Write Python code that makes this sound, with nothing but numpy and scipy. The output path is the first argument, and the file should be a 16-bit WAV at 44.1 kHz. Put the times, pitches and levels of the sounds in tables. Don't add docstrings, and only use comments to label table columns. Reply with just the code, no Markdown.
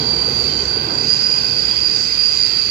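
import sys
import numpy as np
from scipy import signal
from scipy.fft import rfft, irfft, next_fast_len
from scipy.io import wavfile
from scipy.ndimage import uniform_filter1d, minimum_filter1d, map_coordinates

SR = 44100
rng = np.random.default_rng(int(sys.argv[2]) if len(sys.argv) > 2 else 0)


def put_to_file(sound):
    columns = np.atleast_2d(sound).T
    safe = np.clip(columns, -1, 1)
    whole_steps = np.round(safe * 32767)
    wavfile.write(sys.argv[1], SR, whole_steps.astype(np.int16))


N = 119070
TIME_S = np.arange(N) / SR
LAG_MS = 0.451

# t/s, level/dB
LOW_WHEEL_STRENGTH = [(0, -25), (.08, -22), (.14, -15), (.28, -15.5), (.34, -21), (.48, -17), (.52, -22),
                      (.58, -19), (.66, -23), (.7, -16.5), (.8, -22), (1.05, -26), (1.35, -30), (1.72, -27),
                      (1.87, -19), (2.0, -26), (2.36, -23), (2.44, -17), (2.5, -20), (2.57, -17),
                      (2.7, -24)]
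HIGH_WHEEL_STRENGTH = [(0, -38), (.88, -37), (.98, -21), (1.06, -21), (1.1, -13), (1.145, -14.5),
                       (1.18, -26), (1.215, -15), (1.3, -18), (1.35, -16), (1.42, -23), (1.62, -19),
                       (1.78, -20), (1.84, -13.5), (1.92, -19), (2.02, -21), (2.06, -14), (2.09, -18),
                       (2.12, -13), (2.16, -23), (2.26, -13.5), (2.32, -14), (2.36, -18), (2.445, -13),
                       (2.49, -24), (2.7, -22)]


def amp(db):
    return 10 ** (np.asarray(db) / 20)


def unit(x):
    return x / np.sqrt(np.mean(x ** 2) + 1e-20)


def along(points, hz):
    f, v = np.transpose(points)
    return np.interp(np.log(hz + 1), np.log(f + 1), v)


def curve(rows):
    return np.interp(TIME_S, *np.transpose(rows))


def wobble(rate):
    knots = rng.standard_normal(4096)
    return map_coordinates(knots, [np.arange(N) * rate / SR], mode="wrap")


def filtered(x, response):
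    m = next_fast_len(N + 8192)
    spectrum = rfft(x, m) * response(np.fft.rfftfreq(m, 1 / SR))
    return irfft(spectrum, m)[..., :N]


def pan(side_db):
    gains = amp(np.array([[.5], [-.5]]) * side_db)
    return gains / np.sqrt(np.mean(gains ** 2, axis=0))


def resonance(centre_hz, half_width_hz):
    return lambda hz: -20 * np.log10(1 + ((hz - centre_hz) / half_width_hz) ** 2)


def rush(colour_db):
    # f/Hz, likeness (0 to 1)
    likeness = [(100, .98), (480, .95), (620, .5), (1300, .5), (1800, .3), (2500, .55), (4000, .5),
                (7000, .25), (14000, .15)]
    # f/Hz, left-right level/dB
    balance = [(60, -2.4), (300, -2.5), (700, -2.5), (1400, -2), (2600, -6), (4000, -3.5), (5500, -12.5),
               (7000, -6.5), (10000, -7), (14000, -1.5)]
    lag_above_hz = 560

    hz = np.fft.rfftfreq(N, 1 / SR)
    turn = np.arccos(np.clip(along(likeness, hz), 0, 1)) / 2
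    mid, side = rfft(rng.standard_normal((2, N))) * [np.cos(turn), np.sin(turn)]
    lag = np.exp(-2j * np.pi * hz * LAG_MS / 10 ** 3 * (hz > lag_above_hz))
    ports = np.array([(mid + side) * lag, mid - side])
    return unit(irfft(ports * pan(along(balance, hz)) * amp(colour_db(hz)), N))


def coloured_rush(colour):
    return rush(lambda hz: along(colour, hz))


def patchy(x, depth_db):
    cells = signal.stft(x, nperseg=2048)[2]
    field = rng.standard_normal(cells.shape[1:])
    field = uniform_filter1d(field, size=3, axis=0)
    field = uniform_filter1d(field, size=6, axis=1)
    return unit(signal.istft(cells * amp(depth_db * unit(field)), nperseg=2048)[1][:, :N])


def scatter(width_hz):
    slope = 2.6
    hz = np.fft.fftfreq(N, 1 / SR)
    a, b = rng.standard_normal((2, N))
    gain = np.fft.ifft((a + 1j * b) * (1 + (hz / width_hz) ** 2) ** (-slope / 2))
    return gain / np.std(gain)


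def tone(hz, lag_ms=LAG_MS):
    cycles = np.cumsum(hz) / SR
    late_cycles = np.array([[1], [0]]) * hz * lag_ms / 10 ** 3
    return np.sqrt(2) * np.exp(2j * np.pi * (cycles - late_cycles))


def flanges():
    # t/s, level/dB
    hiss_level = [(0.0, -41), (0.12, -41), (0.66, -38), (0.79, -44.5), (1.14, -35), (1.25, -37.5),
                  (1.91, -38.5), (1.98, -35.5), (2.2, -38.5), (2.27, -36), (2.68, -38.5), (2.7, -41)]
    fizz_level = [(0.0, -56.5), (0.13, -58), (0.39, -54.5), (0.79, -58), (1.48, -53.5), (2.69, -53),
                  (2.7, -49)]
    # f/Hz, level/dB
    hiss_colour = [(3000, -18.5), (5000, 6), (5600, 3), (6100, 2.5), (6600, -2), (7100, 0.5), (7900, -8.5),
                   (8500, -28.5), (10000, -50)]
    fizz_colour = [(7500, -34), (8700, -16.5), (9350, 1.5), (10200, -7), (11000, -2.5), (11700, 2),
                   (12400, -2), (13300, -8), (14100, -5), (15000, -24), (15700, -15)]
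    hiss_trim_db, fizz_trim_db, patchy_db = 5, 2.5, 3.5

    hiss = patchy(coloured_rush(hiss_colour), patchy_db)
    fizz = patchy(coloured_rush(fizz_colour), patchy_db)
    hiss_gain = amp(curve(hiss_level) + hiss_trim_db + 0.35 * wobble(13))
    fizz_gain = amp(curve(fizz_level) + fizz_trim_db + .4 * wobble(16))
    return hiss * hiss_gain + fizz * fizz_gain


def rolling():
    # t/s, level/dB
    rolling_level = [(0.0, -40.5), (0.07, -42.5), (0.51, -42), (1.25, -43), (1.76, -41), (1.95, -42),
                     (2.7, -41.5)]
    # f/Hz, level/dB
    rolling_colour = [(200, -21), (600, -7.5), (900, -2), (1300, -0.5), (1800, -7.5), (2300, -2.5),
                      (2750, -1.5), (3000, -2), (3250, 2.5), (3500, -1.5), (3800, 0.5), (4200, 5),
                      (4700, -3.5), (5500, -32)]
    # f/Hz, half-width/Hz, level/dB, loudest at t/s, fall either side/(dB per s)
    resonances = [(1522, 64, -39, 0.96, 5), (2008, 120, -42.5, 1.73, 0.5), (2567, 108, -37.5, 1.98, 3.5)]
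    trim_db, patchy_db = 9.5, 2.6

    noise = patchy(coloured_rush(rolling_colour), patchy_db)
    out = noise * amp(curve(rolling_level) + trim_db + 0.55 * wobble(12))
    for centre_hz, half_width_hz, db, loudest_s, fall in resonances:
        ring = rush(resonance(centre_hz, half_width_hz))
        out = out + ring * amp(db - fall * np.abs(TIME_S - loudest_s) + wobble(6.92))
    return out


def bridge():
    # t/s, level/dB
    rumble_level = [(0, -27), (.3, -28), (.7, -29.5), (1.0, -28.5), (1.15, -31.5), (1.45, -34), (1.56, -32),
                    (1.7, -35), (1.9, -34), (2.1, -36.5), (2.5, -37.5), (2.7, -36)]
    deck_level = [(0, -32.5), (.3, -32.5), (.5, -36), (.75, -34), (.92, -30.5), (1.05, -37), (1.2, -40),
                  (1.4, -35.5), (1.7, -43.5), (2.1, -48.5), (2.3, -46.5), (2.7, -70)]
    boom_level = [(0, -49), (.17, -34), (.35, -35), (.7, -35), (.9, -43), (1.05, -50), (1.35, -52),
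                  (1.68, -41), (2.0, -51), (2.15, -39), (2.35, -41), (2.7, -46)]
    # f/Hz, level/dB
    rumble_colour = [(25, -46), (45, -26), (60, -5.5), (90, -4), (115, 0.5), (145, -0.5), (190, -4.5),
                     (222, -2.5), (300, -5.5), (390, -4.5), (470, -4.5), (600, -15), (900, -17.5),
                     (1400, -23.5), (3000, -81)]
    deck_colour = [(300, -15), (600, -4.5), (850, 2), (1050, -0.5), (1400, -10), (2500, -33), (5000, -56)]
    rumble_trim_db, deck_trim_db, boom_trim_db = -0.5, -1, -1
    boom_hz, boom_half_width_hz = 64.5, 8

    rumble = coloured_rush(rumble_colour)
    rumble = rumble * amp(curve(rumble_level) + rumble_trim_db + 0.64 * wobble(22))
    deck = coloured_rush(deck_colour) * amp(curve(deck_level) + deck_trim_db + wobble(20))
    boom = rush(resonance(boom_hz, boom_half_width_hz)) * amp(curve(boom_level) + boom_trim_db)
    return rumble + deck + boom


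def thumps():
    # t/s, level/dB, girder f/Hz
    blows = [(.275, -24, 450), (.362, -22, 110), (.403, -23, 410), (.448, -24, 380), (.622, -27, 400),
             (.758, -24, 400), (.862, -28, 280)]
    rise_s, width_hz, trim_db = .01, 80, -6.5

    out = np.zeros(N)
    for start_s, db, hz in blows:
        u = np.maximum(TIME_S - start_s, 0) / rise_s
        swell = u * np.exp(1 - u)
        ring = (np.exp(2j * np.pi * hz * TIME_S) * scatter(width_hz)).real
        out += amp(db + trim_db) * swell * unit(ring)
    return out * pan(side_db=-1)


def squeaks():
    # start t/s, end t/s, f/Hz, smear/Hz, level/dB, left-right level/dB
    brief_squeaks = [(-.12, .16, 4098, 5, -34, -3), (.12, .4, 4092, 5, -38, -3),
                     (.38, .66, 4088, 8, -35, -3), (2.41, 2.64, 4066, 10, -34, -3),
                     (.47, .65, 3104, 28, -38, -3), (1.67, 1.81, 3343, 15, -37, -3),
                     (.26, .41, 6130, 90, -39, -6), (.09, .25, 5445, 12, -41, -8),
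                     (.25, .65, 5175, 18, -43, -10), (1.03, 1.21, 6338, 20, -42, -6),
                     (1.16, 1.32, 5290, 25, -38, -8), (1.75, 2.55, 5818, 20, -43, -6),
                     (1.94, 2.1, 6090, 70, -40, -6), (2.23, 2.4, 6056, 70, -38, -6)]
    trim_db, smeared_share = -2.5, .4
    lag_ms = 0.31

    out = np.zeros((2, N))
    for start, end, hz, smear_hz, db, side_db in brief_squeaks:
        progress = np.clip((TIME_S - start) / (end - start), 0, 1)
        swell = np.abs(np.sin(np.pi * progress)) ** .5
        voice = tone(hz + smear_hz * wobble(90), lag_ms)
        voice = voice * (1 + smeared_share * scatter(smear_hz + 30))
        out += amp(db + trim_db) * swell * unit(voice.real) * pan(side_db)
    return out


def halos():
    # t/s, level/dB
    low_halo = [(0, -15.5), (.2, -17.5), (.5, -14.5), (.8, -19), (1.05, -16.5), (1.3, -23), (1.6, -17.5),
                (2.2, -19), (2.55, -20), (2.7, -15)]
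    high_halo = [(0, -50), (.45, -45), (.82, -34), (1.1, -14.5), (1.3, -13.5), (1.6, -15), (1.9, -14),
                 (2.3, -13.5), (2.7, -18.5)]
    # centre f/Hz, width/Hz, left-right level/dB
    placing = [(4690, 170, -19.5), (4815, 135, -12)]
    trim_db, alike = -5.2, 0.2
    follow_share, memory_s = 0.34, 0.1

    out = np.zeros((2, N))
    wheels = (LOW_WHEEL_STRENGTH, HIGH_WHEEL_STRENGTH)
    for strength, wheel, (hz, width_hz, side_db) in zip((low_halo, high_halo), wheels, placing):
        wheel_db = curve(wheel)
        swell_db = wheel_db - uniform_filter1d(wheel_db, size=int(memory_s * SR))
        right = scatter(width_hz)
        left = alike * right + np.sqrt(1 - alike ** 2) * scatter(width_hz)
        smeared = (tone(np.full(N, hz)) * np.array([left, right])).real
        out += smeared * amp(curve(strength) + trim_db + follow_share * swell_db) * pan(side_db)
    return out


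def squeal():
    # t/s, level/dB
    faint_wheel = [(0, -38), (1.3, -37), (1.42, -27), (1.6, -24), (1.7, -34), (2.0, -28), (2.25, -33),
                   (2.7, -26)]
    # f/Hz at 0 s, drift/(Hz per s), left-right level/dB
    voices = [(4686, -7, -21), (4846, -20, -16), (4570, -18, -13)]
    jitter_hz, jitter_rate = 5, 60
    flutter_db, flutter_rate, trim_db = 1.2, 35, -2.7

    out = np.zeros((2, N))
    strengths = (LOW_WHEEL_STRENGTH, HIGH_WHEEL_STRENGTH, faint_wheel)
    for strength, (hz, drift, side_db) in zip(strengths, voices):
        voice = tone(hz + drift * TIME_S + jitter_hz * wobble(jitter_rate)).real
        level_db = curve(strength) + trim_db + flutter_db * wobble(flutter_rate)
        out += voice * amp(level_db) * pan(side_db)
    return out


def scene():
    return squeal() + halos() + squeaks() + bridge() + thumps() + rolling() + flanges()


def record(dry):
    ceiling, low_cut_hz, top_hz = .97, 55, 15700
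    need = np.minimum(1, ceiling / (np.abs(dry).max(axis=0) + 1e-9))
    gain = uniform_filter1d(minimum_filter1d(need, size=200), size=200)

    def band(hz):
        return (hz < top_hz) * hz ** 4 / np.hypot(hz ** 4, low_cut_hz ** 4)

    return filtered(dry * gain, band)


dry = scene()
out = record(dry)
put_to_file(out)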